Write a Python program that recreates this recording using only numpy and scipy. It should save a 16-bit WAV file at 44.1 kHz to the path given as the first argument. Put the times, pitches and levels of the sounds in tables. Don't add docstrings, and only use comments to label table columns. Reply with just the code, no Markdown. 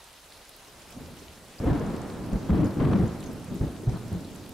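import sys
import numpy as np
from scipy import signal
from scipy.fft import rfft, irfft
from scipy.io import wavfile
from scipy.ndimage import uniform_filter1d, minimum_filter1d

SR = 44100
rng = np.random.default_rng(int(sys.argv[2]) if len(sys.argv) > 2 else 0)


def bounce(signal):
    frames = np.transpose(np.atleast_2d(signal))
    limited = np.clip(frames, -1, 1)
    pcm = np.round(limited * 32767).astype(np.int16)
    wavfile.write(sys.argv[1], SR, pcm)


def natural_amplitude(level_db):
    exponent = np.asarray(level_db, float) / 20
    return 10 ** exponent


N = 200073


def evened(x):
    return x / np.sqrt(np.mean(x ** 2) + 1e-20)


def read(points, hz):
    f, value = np.transpose(points)
    return np.interp(np.log(hz + 1), np.log(f + 1), value)


def add(mix, s, sound):
    part = mix[:, max(round(s * SR), 0):][:, :sound.shape[1]]
    part += sound[:, :part.shape[1]]


def panned(db):
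    return natural_amplitude(np.array([[db / 2], [-db / 2]]))


def train(per_s, spread_db):
    size_db = spread_db * np.minimum(rng.exponential(1, N), 4)
    size = natural_amplitude(size_db) * rng.choice([-1., 1.], N)
    return size * (rng.random(N) < per_s / SR)


def tick(hz, cycles, phase=0):
    turns = np.arange(400) * hz / SR
    return np.sin(2 * np.pi * (turns + phase)) * np.exp(-turns / cycles) * np.minimum(turns / 0.38, 1)


# (t/s, level/dB, treble left by the air/dB)
FAR_ROLL = [(0.0, -75, 8), (0.4, -66, -4), (0.75, -58, -4), (0.92, -54.5, -4.5), (0.976, -42.5, -15.5),
            (1.13, -46.5, -14), (1.29, -52, -11.5), (1.585, -54.5, -8), (1.64, -30, -16), (1.9, -33, -12),
            (2.14, -36, -11.5), (2.3, -33.5, -16.5), (2.47, -35, -14), (3.3, -36, -15.5),
            (3.39, -39, -14.5), (3.8, -38.5, -18.5), (4.2, -39, -19), (4.537, -43, -17)]
# (start t/s, level/dB, length/s, deep waves/dB, treble left by the air/dB)
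NEAR_CLAPS = [(1.595, -31.5, 0.037, -4, -17), (1.66, -23.5, 0.067, -1.5, -17.5),
              (1.748, -36, 0.039, -12, -17), (1.826, -32.5, 0.048, -10, -37), (2.312, -35.5, 0.036, 5, -20),
              (2.489, -21.5, 0.029, -2, -20.5), (2.525, -24, .055, -10, -22),
              (2.581, -19, 0.066, -7, -25.5), (2.76, -25, 0.024, -14, -27),
              (2.794, -20.5, 0.021, -2, -18.5), (2.848, -21.5, 0.097, -8, -24.5),
              (2.907, -25.5, 0.055, -11, -17), (2.986, -22, 0.05, -5.5, -27),
              (3.502, -31.5, 0.058, -4.5, -40), (3.607, -25.5, 0.018, -4, -25),
              (3.862, -34.5, 0.055, 5, -20), (3.928, -47.5, 0.017, -6, -3.5),
              (4.117, -39.5, .075, -2.5, -19), (4.48, -54, 0.024, -5, -26)]
ROLL_LEAN_DB, CLAP_LEAN_DB = 1, 3.4


def swell_of(share, roll_db, rise_s, fall_db, deep):
    t = np.arange(0, N + 64, 64) / SR
    s, level_db, treble_db = np.transpose(FAR_ROLL)
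    far = natural_amplitude(np.interp(t, s, level_db + share * treble_db) + roll_db)
    near = np.zeros(len(t))
    for start, db, length, deep_db, treble_db in NEAR_CLAPS:
        rising = np.clip((t - start) / rise_s, 0, 1)
        faded_db = fall_db * np.maximum(t - start - length, 0)
        near += (rising * natural_amplitude(db + deep * deep_db + share * treble_db - faded_db)) ** 2
    both = np.sqrt((panned(ROLL_LEAN_DB) * far) ** 2 + panned(CLAP_LEAN_DB) ** 2 * near)
    return np.array([np.interp(np.arange(N) / SR, t, side) for side in both])


# (low edge f/Hz, high edge f/Hz, slope/dB per octave, waves/1/s, left-right likeness 0-1,
# left-right/dB, trim/dB, bunching on the booms 0-1)
SHOCK_SIZES = [
    (115.5, 323, -0.5, 1500, 0.88, -2, -3, 0),
    (23.5, 118, 3, 700, 1, -5, -2.5, 0.07),
    (400, 870, -9.5, 3000, 0.85, -0.5, -1, 0.23),
    (833, 1554, -7, 4000, 0.8, -1.2, -0.08, 0.11),
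    (1620, 5300, -12, 4600, 0.57, -1, -8, 0),
]
# (share of the treble loss, level in the roll/dB, rise of a clap/s, fall of a clap/dB per s)
SIZE_SWELLS = [(0, 0.5, 0.01, 175), (0, -6, 0.01, 205), (.62, 2.04, 0.0054, 114), (1.01, 0, .006, 83),
               (1.03, -2, 0.0058, 89)]


def rolls(loud):
    hz, out = np.fft.rfftfreq(N, 1 / SR) + 1, np.zeros((2, N))
    strengths = [swell_of(*row, deep=k == 1) for k, row in enumerate(SIZE_SWELLS)]
    loud_power = uniform_filter1d((loud ** 2).mean(0), 330)
    steep = 0.33 + loud_power / (strengths[0] ** 2).mean(0)
    for size, strength in zip(SHOCK_SIZES, strengths):
        low, high, slope_db, per_s, same, lean_db, trim_db, bunching = size
        direct, scattered = train(per_s, 1.59), train(per_s, 1.3)
        mid, side = np.sqrt((1 + same) / 2) * direct, np.sqrt((1 - same) / 2) * scattered
        slope = natural_amplitude(slope_db * np.log2(hz / low))
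        band = slope / np.sqrt((1 + (low / hz) ** 8) * (1 + (hz / high) ** 8))
        waves = irfft(rfft([mid + side, mid - side]) * band, N)
        swell = uniform_filter1d((waves ** 2).mean(0), round(6 * SR / low)) + 1e-12
        waves = evened(waves / swell ** .3)
        out += panned(lean_db) * waves * strength * natural_amplitude(trim_db) * abs(steep) ** bunching
    return out


# (t/s, level/dB, f/Hz)
SIDE_ON_BOOMS = [(1.644, -23, 444), (1.68, -18.5, 300), (1.701, -17, 311), (1.728, -18.5, 246),
                 (1.757, -21.5, 296), (1.814, -23.5, 450), (1.878, -22, 196), (1.897, -24.5, 166),
                 (1.943, -25, 227), (2.333, -17, 190), (2.363, -20, 195), (2.506, -13.5, 173),
                 (2.532, -14, 202), (2.566, -20, 182), (2.635, -9.5, 285), (2.824, -18.5, 258),
                 (2.851, -11.5, 139.7), (2.931, -15.5, 262), (2.959, -11.5, 191), (3.007, -16, 173),
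                 (3.058, -22.5, 230), (3.3, -27, 259), (3.523, -25, 228), (3.837, -31.5, 405),
                 (3.883, -31, 380), (3.943, -23, 180), (4.065, -35, 180), (4.126, -26, 180),
                 (4.15, -23, 181), (4.176, -27.5, 179)]
# (t/s, level/dB, f/Hz)
LONG_THUDS = [(1.672, -16.5, 66), (1.723, -14.5, 134), (1.834, -21.5, 138), (2.334, -33, 91),
              (2.346, -18.5, 50.3), (2.529, -13, 73), (2.637, -34, 38), (2.81, -24, 92),
              (3.038, -17.5, 111), (3.618, -32, 60), (3.642, -18, 134), (3.682, -26.5, 64.5),
              (3.889, -13.5, 107), (3.936, -27, 95), (3.961, -25, 131), (4.059, -30.5, 109),
              (4.132, -23.5, 93.5)]
# (t/s, level/dB, f/Hz)
FAR_MUTTERS = [
    (0.689, -49, 413),
    (0.976, -36, 256),
    (0.998, -52, 76),
    (1.013, -37, 243),
    (1.06, -42.5, 80),
    (1.085, -40, 520),
    (1.118, -44, 228),
    (1.211, -48, 75.4),
    (1.226, -42.5, 400),
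    (1.303, -45.5, 76.5),
]
SUDDEN_STARTS = [
    0,
    1.602,
    2.331,
    2.497,
    2.802,
    3.516,
    3.609,
    3.872,
    4.119,
]
BOOM_CYCLES, MUTTER_CYCLES = 3.547, 4.43
THUD_CYCLES, THUD_GROWTH = 2.05, 0.47


def booms():
    out = np.zeros((2, N))
    rows = [(*row, BOOM_CYCLES) for row in SIDE_ON_BOOMS]
    rows += [(*row, THUD_CYCLES * (row[2] / 100) ** THUD_GROWTH) for row in LONG_THUDS]
    rows += [(*row, MUTTER_CYCLES) for row in FAR_MUTTERS]
    for (s, db, hz, cycles), (phase, glide, lag) in zip(rows, rng.random((len(rows), 3))):
        u = np.arange(0, 1, hz / (2.32 * cycles * SR))
        shape = np.sin(np.pi * u ** 0.6) ** 2
        turns = 2.356 * cycles * u * (1 + 0.1 * (glide - .5) * (u - 1)) + phase
        start = s - 0.3553 * len(u) / SR
        front = max(first for first in SUDDEN_STARTS if first <= s)
        shape *= np.clip((start + np.arange(len(u)) / SR - front) / .003 + 1, 0, 1)
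        skew = np.array([[.03], [-.03]]) * (lag + 0.61)
        gains = natural_amplitude(db - 3.5) * panned(np.clip(1.4 * np.log2(hz / 110), -2, 2.2))
        add(out, start, gains * shape * np.sin(2 * np.pi * (turns + skew)))
    return out


# (t/s, level/dB, length/ms, first swing +1 push or -1 pull, crack level/dB)
CLAP_FRONTS = [(1.599, -22.5, 8.4, 1, -43), (1.663, -30, 9.9, -1, -46), (1.675, -31, 5.3, 1, -29),
               (2.3284, -28, 5, 1, -44), (2.498, -29, 7.8, -1, -35), (2.5036, -34, 3.6, 1, -26),
               (2.528, -40, 3, 1, -36), (2.631, -37, 1.7, 1, -26), (2.8022, -15, 6.9, 1, -25.5),
               (2.851, -38, 7, -1, -22.5), (2.932, -18, 4, 1, -21), (3.518, -22, 5.4, -1, -53),
               (3.6071, -15.5, 9, -1, -48), (3.871, -9.5, 9.4, -1, -48), (4.121, -32, 7.2, 1, -53)]
CRACK_HZ, LOUD_CRACK_HZ = 895, 1110


def fronts():
    out = np.zeros((2, N))
    for s, db, ms, swing, crack_db in CLAP_FRONTS:
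        hz = np.interp(crack_db, (-36, -30), (CRACK_HZ, LOUD_CRACK_HZ))
        u = np.arange(0, 1.5, 1000 / (ms * SR))
        wave = swing * np.sin(2 * np.pi * u) * np.sin(np.pi * (u / 1.5) ** 1.8) ** .8
        crack = tick(hz, 1.8) + natural_amplitude(-14) * tick(2.4 * hz, 1.8)
        add(out, s, natural_amplitude(db) * panned(.7) * wave)
        add(out, s + 0.00071, natural_amplitude(crack_db) * panned(1.6) * crack * np.hanning(800)[400:])
    return out


SNAP_HZ, SNAP_S = 2300, .004
BOOM_SNAP_DB, FRONT_SNAP_DB = -31, -16


def snaps():
    out, t = np.zeros((2, N)), np.arange(900) / SR
    rows = [(s - .003, db + BOOM_SNAP_DB) for s, db, hz in SIDE_ON_BOOMS]
    rows += [(row[0], row[-1] + FRONT_SNAP_DB) for row in CLAP_FRONTS]
    colour = tick(SNAP_HZ, 0.49)
    for (s, db), grit in zip(rows, rng.standard_normal((len(rows), 2, len(t)))):
        burst = (grit[:1] + 0.2 * grit) * np.exp(-t / SNAP_S) * np.minimum(t / 0.0015, 1)
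        coloured = signal.oaconvolve(burst, colour[None]) / np.linalg.norm(colour)
        add(out, s, natural_amplitude(db) * panned(1.8) * coloured)
    return out


# (t/s, level/dB, f/Hz, left-right/dB)
LOUD_DROPS = [(0.043, -35.5, 9000, 0), (0.306, -42, 7000, 0), (0.4938, -32.5, 10400, -1),
              (0.565, -36, 12200, 0), (0.8203, -38, 6400, 2), (0.9074, -37, 11700, 1),
              (0.9256, -36, 5560, 1), (1.2836, -40, 2840, 5), (1.5917, -38.5, 4800, 3),
              (1.6446, -40, 11700, 0), (1.798, -37, 6900, 1), (1.8656, -38, 6500, 0),
              (1.9643, -37, 7900, -1), (2.0172, -34, 6500, 3), (2.2632, -39, 11000, -1),
              (2.3325, -37, 6700, 0), (3.0639, -38, 11000, -2), (3.0799, -38, 7200, 1),
              (3.2054, -34, 8140, -1), (3.3324, -37, 13000, 0), (3.445, -36, 9600, 3),
              (3.5447, -36, 12400, -1), (3.5572, -37, 7450, -1), (3.896, -36, 6100, 0),
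              (4.082, -37, 9200, 1), (4.1287, -35.5, 11000, -1), (4.2079, -38, 7300, 3),
              (4.3512, -38, 11000, 0), (4.3603, -34, 7850, -1), (4.4931, -32, 12300, 3)]
# (t/s, level/dB, f/Hz, left-right/dB)
WATER_PLINKS = [(1.1714, -40, 2950, 4), (1.178, -43, 2900, 3), (1.1872, -39, 3160, 3),
                (1.193, -39, 6400, 0), (1.585, -40, 4760, 0), (2.58, -37, 2970, 2), (2.646, -34, 7000, 0),
                (2.658, -36.5, 6360, -3), (2.669, -38.5, 4970, 0), (3.241, -35, 6340, -1),
                (3.262, -37, 6600, -3), (3.266, -41, 6400, 0), (3.2695, -41, 6400, 0)]
CLICK_CYCLES, DROP_CYCLES, PLINK_CYCLES = .55, 2.2, 8
DROP_CLICK_DB, PLINK_CLICK_DB = 15, 7
STRAYS, STRAY_DB, STRAY_SPREAD_DB = 44, -43.5, 5
STRAY_LOW_HZ, STRAY_HIGH_HZ, STRAY_PAN_DB = 3500, 14000, 5
SPLASH_S = .0026


def near_drops():
    out, t = np.zeros((2, N)), np.arange(600) / SR
    when, size, colour, side = rng.random((STRAYS, 4)).T
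    stray_s = (np.arange(STRAYS) + when) / STRAYS * N / SR
    stray_hz = STRAY_LOW_HZ * (STRAY_HIGH_HZ / STRAY_LOW_HZ) ** colour ** .5
    strays = zip(stray_s, STRAY_DB - STRAY_SPREAD_DB * size, stray_hz, STRAY_PAN_DB * (side - .4))
    rows = [(*row, DROP_CYCLES, DROP_CLICK_DB) for row in [*LOUD_DROPS, *strays]]
    rows += [(*row, PLINK_CYCLES, PLINK_CLICK_DB) for row in WATER_PLINKS]
    grits = rng.standard_normal((len(rows), 2, 600))
    for (s, db, hz, pan, cycles, click_db), grit in zip(rows, grits):
        ring, click = tick(hz, cycles), tick(hz, CLICK_CYCLES)
        splash = grit * np.exp(-t / SPLASH_S)
        spray = signal.oaconvolve(splash, ring[None])[:, :600] / np.linalg.norm(ring)
        spray[:, :400] += ring * natural_amplitude(2.5) + click * natural_amplitude(click_db)
        add(out, s - .0004, natural_amplitude(db - 11.0) * panned(pan) * spray)
    return out


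PATTER_DB, PATTER_PER_S, PATTER_SPLASH_DB = -63.5, 300, -13


def patter():
    out, t = np.zeros((2, N)), np.arange(500) / SR
    for hz, pan in zip(np.geomspace(3500, 14500, 10), rng.uniform(-4, 4, 10)):
        spray = natural_amplitude(PATTER_SPLASH_DB) * rng.standard_normal(len(t)) * np.exp(-t / SPLASH_S)
        splash = spray + (t == 0)
        drops, click = train(PATTER_PER_S / 10, 5), tick(hz, .45)[:60]
        out += panned(pan) * signal.oaconvolve(drops, np.convolve(splash, click))[:N]
    return natural_amplitude(PATTER_DB) * evened(out)


# (f/Hz, level/dB per Hz)
WASH_SPECTRUM = [(18, -10), (30, 4), (81, 0.5), (141, -8), (264, -7.5), (326, -9), (551, -3.5), (1700, -9),
                 (4150, -10), (11500, -16), (15800, -24)]
# (f/Hz, likeness 0-1)
WASH_LIKENESS = [(60, 0.99), (180, 0.87), (550, 0.89), (1650, 0.8), (4970, 0.58), (15000, 0.13)]
# (f/Hz, left-right/dB)
WASH_LEAN = [(60, -2), (240, 0), (950, -1), (3770, 0.0), (15000, -1.5)]
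WASH_DB = -51.5


def wash():
    frames, hz = N // 64 + 9, np.fft.rfftfreq(256, 1 / SR)
    a, b, c, d, patches = rng.standard_normal((frames, 129, 5)).T
    patches = evened(uniform_filter1d(uniform_filter1d(patches, 8, 0), 30, 1))
    flicker = evened(uniform_filter1d(rng.standard_normal(frames), 40))
    same = read(WASH_LIKENESS, hz)[:, None]
    left, other = a + 1j * b, c + 1j * d
    z = np.array([left, same * left + np.sqrt(1 - same ** 2) * other])
    z *= natural_amplitude(1.42 * patches + 0.25 * flicker * np.clip(hz / 4000, 0, 1)[:, None])
    flat = signal.istft(z, nperseg=256, noverlap=192)[1][:, :N]
    fine = np.fft.rfftfreq(N, 1 / SR)
    lean_db = np.array([[.5], [-.5]]) * read(WASH_LEAN, fine)
    colour = natural_amplitude(read(WASH_SPECTRUM, fine) + lean_db)
    return natural_amplitude(WASH_DB) * evened(irfft(rfft(flat) * colour, N))


def scene():
    loud = booms() + fronts()
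    return rolls(loud) + loud + snaps() + near_drops() + patter() + wash()


def top_cut(x):
    return signal.sosfilt(signal.butter(12, 16070, fs=SR, output="sos"), x)


def record(dry):
    ceiling, edge_hz = .212, 15800
    room = ceiling / np.maximum(abs(dry).max(0), ceiling)
    gain = uniform_filter1d(minimum_filter1d(room, 301), 151)
    low_pass = signal.firwin(511, edge_hz, window=("kaiser", 9), fs=SR)
    held = signal.oaconvolve(dry * gain, low_pass[None], "same")
    return top_cut(held)


dry = scene()
out = record(dry)
bounce(out)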